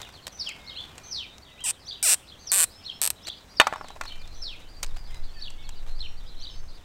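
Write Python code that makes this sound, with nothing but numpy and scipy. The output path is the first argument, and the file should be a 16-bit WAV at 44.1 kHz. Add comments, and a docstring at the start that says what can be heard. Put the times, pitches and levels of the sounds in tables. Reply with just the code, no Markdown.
"""Beside a garden railway, one microphone close to the track. Sparrows call from the start, other birds
whistle far off, and gloved fingers stir the ballast as a sleeve brushes past. From 1.6 s a screw is
tightened into the track: four turns, each a stick-slip creak that ends slower. At 3.6 s the screwdriver,
tossed into a wooden tray, lands and bounces. Then fingers click rail and stones again while gusts reach
the microphone."""
import sys
import numpy as np
from scipy import signal
from scipy.fft import rfft, irfft
from scipy.io import wavfile

SR = 44100
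rng = np.random.default_rng(int(sys.argv[2]) if len(sys.argv) > 2 else 0)


def store_wav(level_fs):
    """Save 16-bit WAV to argv[1]."""
    pcm = np.round(np.clip(np.atleast_2d(level_fs), -1, 1) * 32767)
    wavfile.write(sys.argv[1], SR, pcm.T.astype(np.int16))


N = 301644
TIME = np.arange(N) / SR

# The garden's hush. Each row: frequency in Hz, relative level in dB.
AIR_COLOUR = [(15, -27), (35, -25), (65, -20.5), (110, -26), (200, -30.5), (400, -34), (700, -35.5),
              (1300, -39), (2500, -43.5), (4000, -49), (5600, -48), (8200, -51.5), (10000, -57.5),
              (16000, -58.5)]
# Its course. Each row: time in seconds, level in dB.
AIR_LEVELS = [(1.0, -51.5), (1.5, -53.5), (3.4, -52), (6.84, -54)]

# Sparrow notes. Each row: seconds into the note, share of the top pitch, relative level in dB.
CHEEP_SHAPE = [(0, .76, -16), (.016, 1, -1), (.028, .98, 0), (.043, .83, -1.5), (.052, .71, -5),
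               (.06, .75, -3.5), (.072, .7, -3), (.084, .58, -10)]  # an arch that steps down with one catch
TWEET_SHAPE = [(0, .68, -10), (.035, 0.95, 1), (.09, .92, -7)]  # rises and holds
CHIRRUP_SHAPE = [(0, .62, -16), (.016, .88, -1), (.027, 0.98, -1), (.038, .85, 0.5), (.05, .62, -8),
                 (.057, .74, -1), (.068, .82, -6.5), (.1, 0.57, -13.5)]  # two quick arches
FLICK_SHAPE = [(0, 1, -19.5), (.025, 1.23, -10.5), (.04, 1.36, -26)]  # a high voice leading into chirrups and cheeps
# Calls near the microphone. Each row: start in seconds, top pitch in Hz, level in dB.
CHEEP_CALLS = [(0, 3930, -46), (.125, 4400, -53.5), (0.659, 4400, -42.5), (1.411, 4620, -54),
               (2.843, 4340, -36), (4.055, 4310, -40.5), (4.182, 4960, -52), (5.295, 4450, -58.5),
               (5.405, 4510, -39), (5.628, 4450, -50.5), (5.989, 4160, -38.5)]
TWEET_CALLS = [(.735, 4436, -44), (.756, 3655, -36.5), (1.574, 3400, -43.5), (6.26, 4360, -55),
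               (6.342, 4440, -51.5)]
CHIRRUP_CALLS = [(1.866, 4910, -35), (2.265, 4420, -47.5), (3.246, 4850, -34.5), (6.411, 4930, -37.5)]
# Held tones that slide down. Each row: start and length of the slide in seconds, top pitch in Hz,
# fall in octaves per second, level in dB, relative level of the held tone in dB.
SLUR_CALLS = [(0.388, .055, 6050, 12.6, -27.5, -25), (.455, 0.073, 3710, 12.8, -32, -21),
              (0.454, .06, 5760, 8, -41, -20), (1.106, 0.16, 6185, 9.46, -30, -16),
              (2.463, 0.1, 6260, 10.5, -36, -20), (3.56, 0.091, 5730, 11, -36.5, -25),
              (3.822, 0.083, 5400, 12, -52.5, -7), (4.412, .15, 5980, 9.85, -34, -20)]

# Rail and stones under the fingers. Each row: time in seconds, level in dB.
STONE_CLICKS = [(0.016, -29), (0.268, -24.5), (.278, -29.5), (0.4907, -28), (0.9799, -32.5), (1.3812, -39),
                (1.606, -42), (3.2701, -28.5), (3.279, -29.5), (3.285, -28), (3.884, -36), (4.2753, -42.5),
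                (4.829, -24), (4.8305, -20), (4.836, -26.5), (4.844, -30.5), (4.863, -37.5), (4.96, -59),
                (4.979, -60), (5.1438, -39.5), (5.5035, -37.5), (5.691, -33)]
# Close movements. Each row: middle in seconds, length in seconds, level in dB.
BALLAST_RUBS = [(.03, 0.45, -54), (.5, 0.46, -60.5), (.95, 0.68, -60), (4.1, 0.62, -58), (4.6, .12, -57.5),
                (4.97, 0.065, -47.5), (5.15, 0.19, -56.5), (5.88, 0.21, -58)]
SLEEVE_MOVES = [(.85, 1.2, -56.5)]
# What is touched. Each row: frequency in Hz, relative level in dB.
STONE_COLOUR = [(100, -11.5), (300, -5), (600, 2.5), (1500, -0.5), (3000, 2.5), (6000, 0.5), (8300, -0.5),
                (9500, -10), (12000, -14.5), (14300, -14), (16000, -24.5)]
GRIT_COLOUR = [(100, -25.5), (300, -8.5), (700, 2.5), (1500, -1), (4000, -6), (8300, -12.5), (9800, -18),
               (16000, -23)]
CLOTH_COLOUR = [(100, -9), (200, 6.5), (400, -4), (1200, -0.5), (2200, -5), (4000, -10), (16000, -46)]

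# Birds far off. Each row: start and end in seconds, first and last pitch in Hz, level in dB.
FAR_WHISTLES = [(.5, .76, 2200, 2120, -54.5), (0.783, 1.22, 2450, 2380, -64.5),
                (1.4, 1.64, 2050, 1980, -62), (2.702, 2.828, 5035, 5380, -53),
                (2.92, 3.01, 5264, 5370, -53), (4.024, 4.3, 2290, 2460, -56),
                (5.038, 5.185, 4950, 4960, -56.5), (5.075, 5.208, 2130, 1996, -59.5),
                (5.331, 5.412, 4720, 4390, -50), (5.345, 5.43, 1834, 1690, -57),
                (5.324, 5.43, 2630, 2470, -60), (5.566, 5.686, 2200, 2230, -56.5),
                (6.022, 6.147, 5580, 5620, -62), (6.464, 6.66, 6330, 6160, -62),
                (6.485, 6.581, 5390, 5120, -53.5)]

# Turns of the screw. Each row: start and end in seconds, nominal slips per second at first and at last,
# levels of the breakaway, next and last slips in dB, treble lift in dB, the sleeper's share in dB.
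SCREW_TURNS = [(1.639, 1.7076, 1280, 164, -35, -31, -18.5, -7, -10),
               (2.0273, 2.1424, 906, 130, -17.5, -23.5, -9.5, 0.5, -8.5),
               (2.5175, 2.64, 218, 158, -10.5, -14.5, -11.5, 6, -8),
               (3.016, 3.1031, 195, 10.5, -10.5, -18, -13, 5.5, -7)]
# The screw's snap and the sleeper's after-ring. Each row: frequency in Hz, relative level in dB.
SCREW_COLOUR = [(200, -39), (500, -18.5), (750, -15), (2000, -30.5), (2500, -5), (4000, -13), (6900, -11),
                (7600, 3), (8600, 6.5), (9300, 0.5), (10100, -16), (11000, -8.5), (12200, -11.5),
                (13900, -30.5), (15500, -25)]
SLEEPER_COLOUR = [(200, -14), (500, -27), (720, -3), (1200, 0.5), (1900, -0.5), (2500, -4), (4000, -1.5),
                  (6000, 0.5), (9000, -5.5), (10500, -1), (12200, -6), (14000, -9), (16000, -16)]

# The screwdriver lands. Each row: time in seconds, level in dB, treble cutoff in Hz, shaft tick in dB.
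TOOL_BOUNCES = [(3.5993, 2.5, 4800, -18.5), (3.602, -3.5, 3450, -14), (3.613, -7, 2490, -20),
                (3.669, -9.5, 1130, -20), (3.7255, -18.5, 825, -40), (3.736, -21.5, 1015, -37),
                (3.7589, -24, 1100, -42), (3.78, -39, 1016, -49), (3.811, -25.5, 890, -48),
                (3.844, -29.5, 690, -50), (3.9036, -31.5, 860, -44.5), (3.9621, -35, 600, -58),
                (4.0108, -19.5, 2230, -27), (4.036, -36, 1480, -39), (4.0538, -32, 1800, -38.5)]
# Wooden tray and steel shaft ring. Each row: frequency in Hz, relative level in dB, t60 in seconds.
WOOD_MODES = [(628.5, -23.5, 0.26), (787, -13.5, 0.11), (868, -5.5, 0.069), (1125, -6.5, 0.077),
              (1238, -7, 0.048), (1394, -3, 0.066), (1747, 7, 0.022), (1997, -8, 0.081), (2400, -4, 0.055),
              (2560, -7, 0.076), (2886, 5, 0.013), (3140, -13.5, .05), (3663, -3.5, 0.06),
              (4400, -9.5, 0.071)]
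STEEL_MODES = [(7750, -2, .35), (11100, -3, .3), (15000, -2, .25)]
# Clatter on the tray. Each row: frequency in Hz, relative level in dB.
TRAY_COLOUR = [(60, -15.5), (170, -31.5), (240, -12), (330, -34), (450, -12), (700, 1), (1050, 6),
               (1900, 0.5), (2800, 0), (4500, -8.5), (8000, -24), (11000, -40), (16000, -44.5)]

# Wind on the microphone. Each row: middle in seconds, length in seconds, level in dB.
MIC_GUSTS = [(4.12, .8, -37.5), (4.36, 0.58, -32.5), (5.08, 1.29, -28), (6.0, 1.38, -27), (6.62, 0.54, -28)]
# Its rumble. Each row: frequency in Hz, relative level in dB.
GUST_COLOUR = [(2, -17), (7, -2.5), (14, 0.5), (30, -18.5), (60, -30.5), (120, -35), (300, -73),
               (1000, -100)]


def gain_of(db):
    """Decibels to gain."""
    return 10 ** (np.asarray(db) / 20)


def evened(x):
    """Scales to rms 1."""
    return x / np.sqrt(np.mean(x ** 2) + 1e-20)


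def unit_hit(x):
    """Scales a hit to the energy of one millisecond at rms 1."""
    return x * np.sqrt(SR / 1000 / np.sum(x ** 2))


def spectrum(points, size):
    """Gains of a (Hz, dB) table on the bins of an FFT."""
    hz, db = np.transpose(points)
    return gain_of(np.interp(np.log(np.fft.rfftfreq(size, 1 / SR) + 1), np.log(hz + 1), db))


def noise(points):
    """Steady noise with the given spectrum, at rms 1."""
    return evened(irfft(rfft(rng.standard_normal(N)) * spectrum(points, N), N))


def wander(t, per_s):
    """A smooth random curve of rms 1."""
    return evened(signal.resample(rng.standard_normal(int((t[-1] - t[0]) * per_s) + 3), len(t)))


def swells(rows):
    """Gain over time of events that each rise and fall smoothly."""
    return sum(gain_of(db) * np.cos(np.pi * np.clip((TIME - middle) / length, -.5, .5)) ** 2
               for middle, length, db in rows)


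def add(mix, s, sound):
    """Mixes a sound in at s seconds."""
    part = mix[max(round(s * SR), 0):][:len(sound)]
    part += sound[:len(part)]


def impact(colour, t60, scatter_db, spread_s=0.000698, size=4096):
    """A causal pulse of the given colour, followed by the dense dying ring of the struck thing."""
    cepstrum = irfft(np.log(spectrum(colour, size)))
    cepstrum[1:size // 2] *= 2
    cepstrum[size // 2 + 1:] = 0
    # bending waves are dispersive: the treble arrives first
    lag = 2 * np.pi * np.cumsum(np.linspace(spread_s, 0, size // 2 + 1)) * SR / size
    pulse = irfft(np.exp(rfft(cepstrum) - 1j * lag))
    ring = rng.standard_normal(size) * gain_of(-60 * np.arange(size) / SR / t60)
    ring *= gain_of(scatter_db) / np.linalg.norm(ring)
    ring[0] = 1
    return unit_hit(signal.fftconvolve(pulse, ring)[:size])


def garden(x, t60, build_s):
    """Scattered reflections reach the microphone from fences, walls and shrubs."""
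    t = np.arange(SR) / SR
    taps = rng.standard_normal(SR) * (rng.random(SR) < .06)
    taps *= np.minimum(t / build_s, 1) ** 2 * gain_of(-60 * t / t60)
    return signal.oaconvolve(x, taps / np.linalg.norm(taps))[:N]


def air():
    """The hush of the garden all round, drifting a little in level."""
    return gain_of(np.interp(TIME, *np.transpose(AIR_LEVELS))) * noise(AIR_COLOUR)


def note(shape, pitch=1, flutter_db=3, overtone_db=-31):
    """A gliding whistle with a fast, uneven waver; the other side of the syrinx sings a little lower."""
    s, course, db = np.transpose(shape)
    t = np.arange(s[0], s[-1], 1 / SR)
    sound = np.zeros(len(t))
    for ratio, voice_db in ((1, 0), (.9, -15)):
        waver = 1 + .019 * wander(t, per_s=400)
        phase = 2 * np.pi * np.cumsum(pitch * ratio * np.interp(t, s, course) * waver) / SR
        loudness = gain_of(voice_db + np.interp(t, s, db) + flutter_db * wander(t, per_s=250))
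        sound += loudness * (np.sin(phase) + gain_of(overtone_db) * np.sin(2 * phase))
    return sound * signal.windows.tukey(len(t), .12)


def slur(hold_s, length, top_hz, octaves_per_s, hold_db, swell_s=0.011, sag_db=-1.5, tail_db=-15.5):
    """Rows of seconds, Hz and dB for a note held softly, then sliding down as it swells and dies."""
    t = np.linspace(-hold_s, length, 60)
    hz = top_hz * 2 ** (-octaves_per_s * np.maximum(t, 0))
    db = np.interp(t, [0, swell_s, length / 2, length], [hold_db, 0, sag_db, tail_db])
    return np.transpose([t + hold_s, hz, db])


def sparrows(hold_s=0.075, flick_lead_s=0.019):
    """Sparrows near the microphone repeat slurs, chirrups, cheeps and tweets."""
    out = np.zeros(N)
    for s, length, top_hz, octaves_per_s, db, hold_db in SLUR_CALLS:
        add(out, s - hold_s, gain_of(db) * note(slur(hold_s, length, top_hz, octaves_per_s, hold_db)))
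    kinds = (CHIRRUP_SHAPE, CHIRRUP_CALLS), (CHEEP_SHAPE, CHEEP_CALLS), (TWEET_SHAPE, TWEET_CALLS)
    for shape, calls in kinds:
        for s, top_hz, db in calls:
            add(out, s, gain_of(db) * note(shape, top_hz, flutter_db=5))
    for s, top_hz, db in CHIRRUP_CALLS + CHEEP_CALLS:
        add(out, s - flick_lead_s, gain_of(db) * note(FLICK_SHAPE, top_hz))
    return out


def flock(low_hz=3700, high_hz=5200, notes=80, level_db=-58):
    """More sparrows farther off sing the same kinds of note, each at its own pitch."""
    out, shapes = np.zeros(N), (CHIRRUP_SHAPE, CHEEP_SHAPE, TWEET_SHAPE)
    for k in range(notes):
        s = (k + rng.random()) * N / SR / notes
        shape = shapes[rng.integers(len(shapes))]
        add(out, s, evened(note(shape, rng.uniform(low_hz, high_hz))))
    return gain_of(level_db) * evened(out + gain_of(0.5) * garden(out, t60=0.13, build_s=0.0045))


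def ballast(grains_per_s=160, spread_db=3, grain_kinds=12, settling_db=-64.5):
    """Close by, gloved fingers click rail and stones and stir a soft crunch of small grains."""
    clicks, crunch = np.zeros(N), np.zeros(N)
    for s, db in STONE_CLICKS:
        treble_db = 0.18 * (db + 41.5)  # a harder click is brighter
        colour = [(hz, stone_db + treble_db * (hz > 7000)) for hz, stone_db in STONE_COLOUR]
        add(clicks, s, gain_of(db) * impact(colour, t60=0.02, scatter_db=14))
    for _ in range(grain_kinds):
        contacts = rng.random(N) < grains_per_s / grain_kinds / SR
        force = gain_of(spread_db * np.minimum(rng.exponential(1, N), 3))
        crunch += signal.oaconvolve(contacts * force, impact(GRIT_COLOUR, t60=.03, scatter_db=15))[:N]
    # grains also settle under the kneeling weight all along
    return clicks + (gain_of(settling_db) + swells(BALLAST_RUBS)) * evened(crunch)


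def sleeve(patchy_db=2):
    """Cloth rustles unevenly as the arm shifts its grip."""
    return swells(SLEEVE_MOVES) * gain_of(patchy_db * wander(TIME, per_s=50)) * noise(CLOTH_COLOUR)


def far_birds(waver=0.0087, flutter_db=3):
    """Thin, nearly level whistles carry in from a distance."""
    out = np.zeros(N)
    for start, end, first_hz, last_hz, db in FAR_WHISTLES:
        t = np.arange(start, end, 1 / SR)
        hz = np.linspace(first_hz, last_hz, len(t)) * (1 + waver * wander(t, per_s=400))
        loudness = gain_of(db + flutter_db * wander(t, per_s=64)) * signal.windows.tukey(len(t), .5)
        add(out, start, loudness * np.sin(2 * np.pi * np.cumsum(hz) / SR))
    return out


def screw(uneven_db=1.4, waver=0.021, run_up_s=.011, treble_hz=9900, contacts=6, hop_per_s=340):
    """The thread sticks and slips; each slip snaps the screw and shakes the sleeper."""
    out = np.zeros(N)
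    for start, end, first_rate, last_rate, *levels in SCREW_TURNS:
        breakaway_db, next_db, last_db, treble_db, sleeper_db = levels
        t = np.arange(start, end, 1 / SR)
        rate = last_rate + (first_rate - last_rate) * np.linspace(1, 0, len(t)) ** 1.1
        rate *= 1 - .25 * np.exp((start - t) / run_up_s)
        rate *= 1 + waver * wander(t, per_s=55)
        cycles = np.cumsum(rate) / SR
        # a turn begins and ends on a slip
        slips = np.interp(np.linspace(0, cycles[-1], round(cycles[-1]) + 1), cycles, t)
        slip_db = np.r_[breakaway_db, np.interp(slips[1:], [start, end], [next_db, last_db])]
        colour = [(hz, db + treble_db * (hz > treble_hz)) for hz, db in SCREW_COLOUR]
        snap = impact(colour, t60=0.0029, scatter_db=-9, spread_s=.0009)
        thud = gain_of(sleeper_db) * impact(SLEEPER_COLOUR, t60=.025, scatter_db=1)
        # each point of contact on the thread rings a little differently; quick slips mostly stay on one
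        rings = [gain_of(-9) * impact(colour, t60=0.0058, scatter_db=32.5)
                 + gain_of(-5) * impact(colour, t60=0.031, scatter_db=32) for _ in range(contacts)]
        contact = 0
        chances, unevenness = rng.random((200, 2)), rng.standard_normal(200)
        for s, db, (hop, place), uneven in zip(slips, slip_db, chances, unevenness):
            if hop < (hop_per_s / np.interp(s, t, rate)) ** 2:
                contact = int(place * contacts)
            add(out, s, gain_of(db + uneven_db * uneven) * (unit_hit(snap + rings[contact]) + thud))
    return out


def screwdriver(ping_db=-42, detune=0.01):
    """The handle bounces in the tray; soft blows reach only low modes, and the shaft ticks and pings."""
    out, t = np.zeros(N), np.arange(SR // 3) / SR
    ping = sum(gain_of(db - 60 * t / t60) * np.sin(2 * np.pi * hz * t) for hz, db, t60 in STEEL_MODES)
    for s, db, cutoff_hz, tick_db in TOOL_BOUNCES:
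        ring = np.zeros(len(t))
        for hz, mode_db, t60 in WOOD_MODES:
            sign = rng.choice([-1, 1])
            hz *= 1 + detune * rng.uniform(-1.4, 1)  # the tool's weight shifts the modes at each blow
            ring += sign * gain_of(mode_db - 60 * t / t60) * np.sin(2 * np.pi * hz * t)
        clatter = impact(TRAY_COLOUR, t60=0.028, scatter_db=0, size=len(t))
        blow = signal.lfilter(*signal.butter(2, cutoff_hz, fs=SR), unit_hit(ring) + clatter)
        tick = impact(STONE_COLOUR, t60=0.026, scatter_db=17, size=len(t))
        add(out, s, gain_of(db) * unit_hit(blow) + gain_of(tick_db) * (tick + gain_of(ping_db) * ping))
    return out


def rattle(level_db=-38.5, t60=0.72, contacts_per_s=1300):
    """Loose things in the tray chatter after the first blow and settle."""
    since = TIME - TOOL_BOUNCES[0][0]
    contacts = (rng.random(N) < contacts_per_s / SR) * rng.standard_normal(N)
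    chatter = evened(signal.oaconvolve(contacts, impact(TRAY_COLOUR, t60=.03, scatter_db=10.5))[:N])
    return (since > 0) * gain_of(level_db - 60 * abs(since) / t60) * chatter


def gusts():
    """Wind buffets the microphone in low swells."""
    return swells(MIC_GUSTS) * noise(GUST_COLOUR)


def scene():
    """In mono: the track work close and almost dry, the birds set back in the garden, air and wind."""
    work = screw() + screwdriver() + rattle() + ballast() + sleeve()
    near, far = sparrows(), far_birds()
    early_echoes = gain_of(-7.5) * garden(near, t60=0.29, build_s=0.014)
    late_echoes = gain_of(-24.5) * garden(near, t60=0.31, build_s=0.088)
    far_echoes = gain_of(-6.5) * garden(far, t60=0.77, build_s=0.033)
    birds = near + early_echoes + late_echoes + far + far_echoes + flock()
    outdoors = birds + air() + gusts()
    work_echoes = gain_of(-32.5) * garden(work, t60=0.41, build_s=0.012)
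    return (work + work_echoes + outdoors)[None]


def record(dry, edge_hz=15900):
    """The loudest blow overloads the microphone input; then the highest treble is cut."""
    lowpass = signal.firwin(255, edge_hz, window=("kaiser", 8), fs=SR)
    return signal.oaconvolve(np.clip(dry, -1, 1), lowpass[None], "same")


dry = scene()
out = record(dry)
store_wav(out)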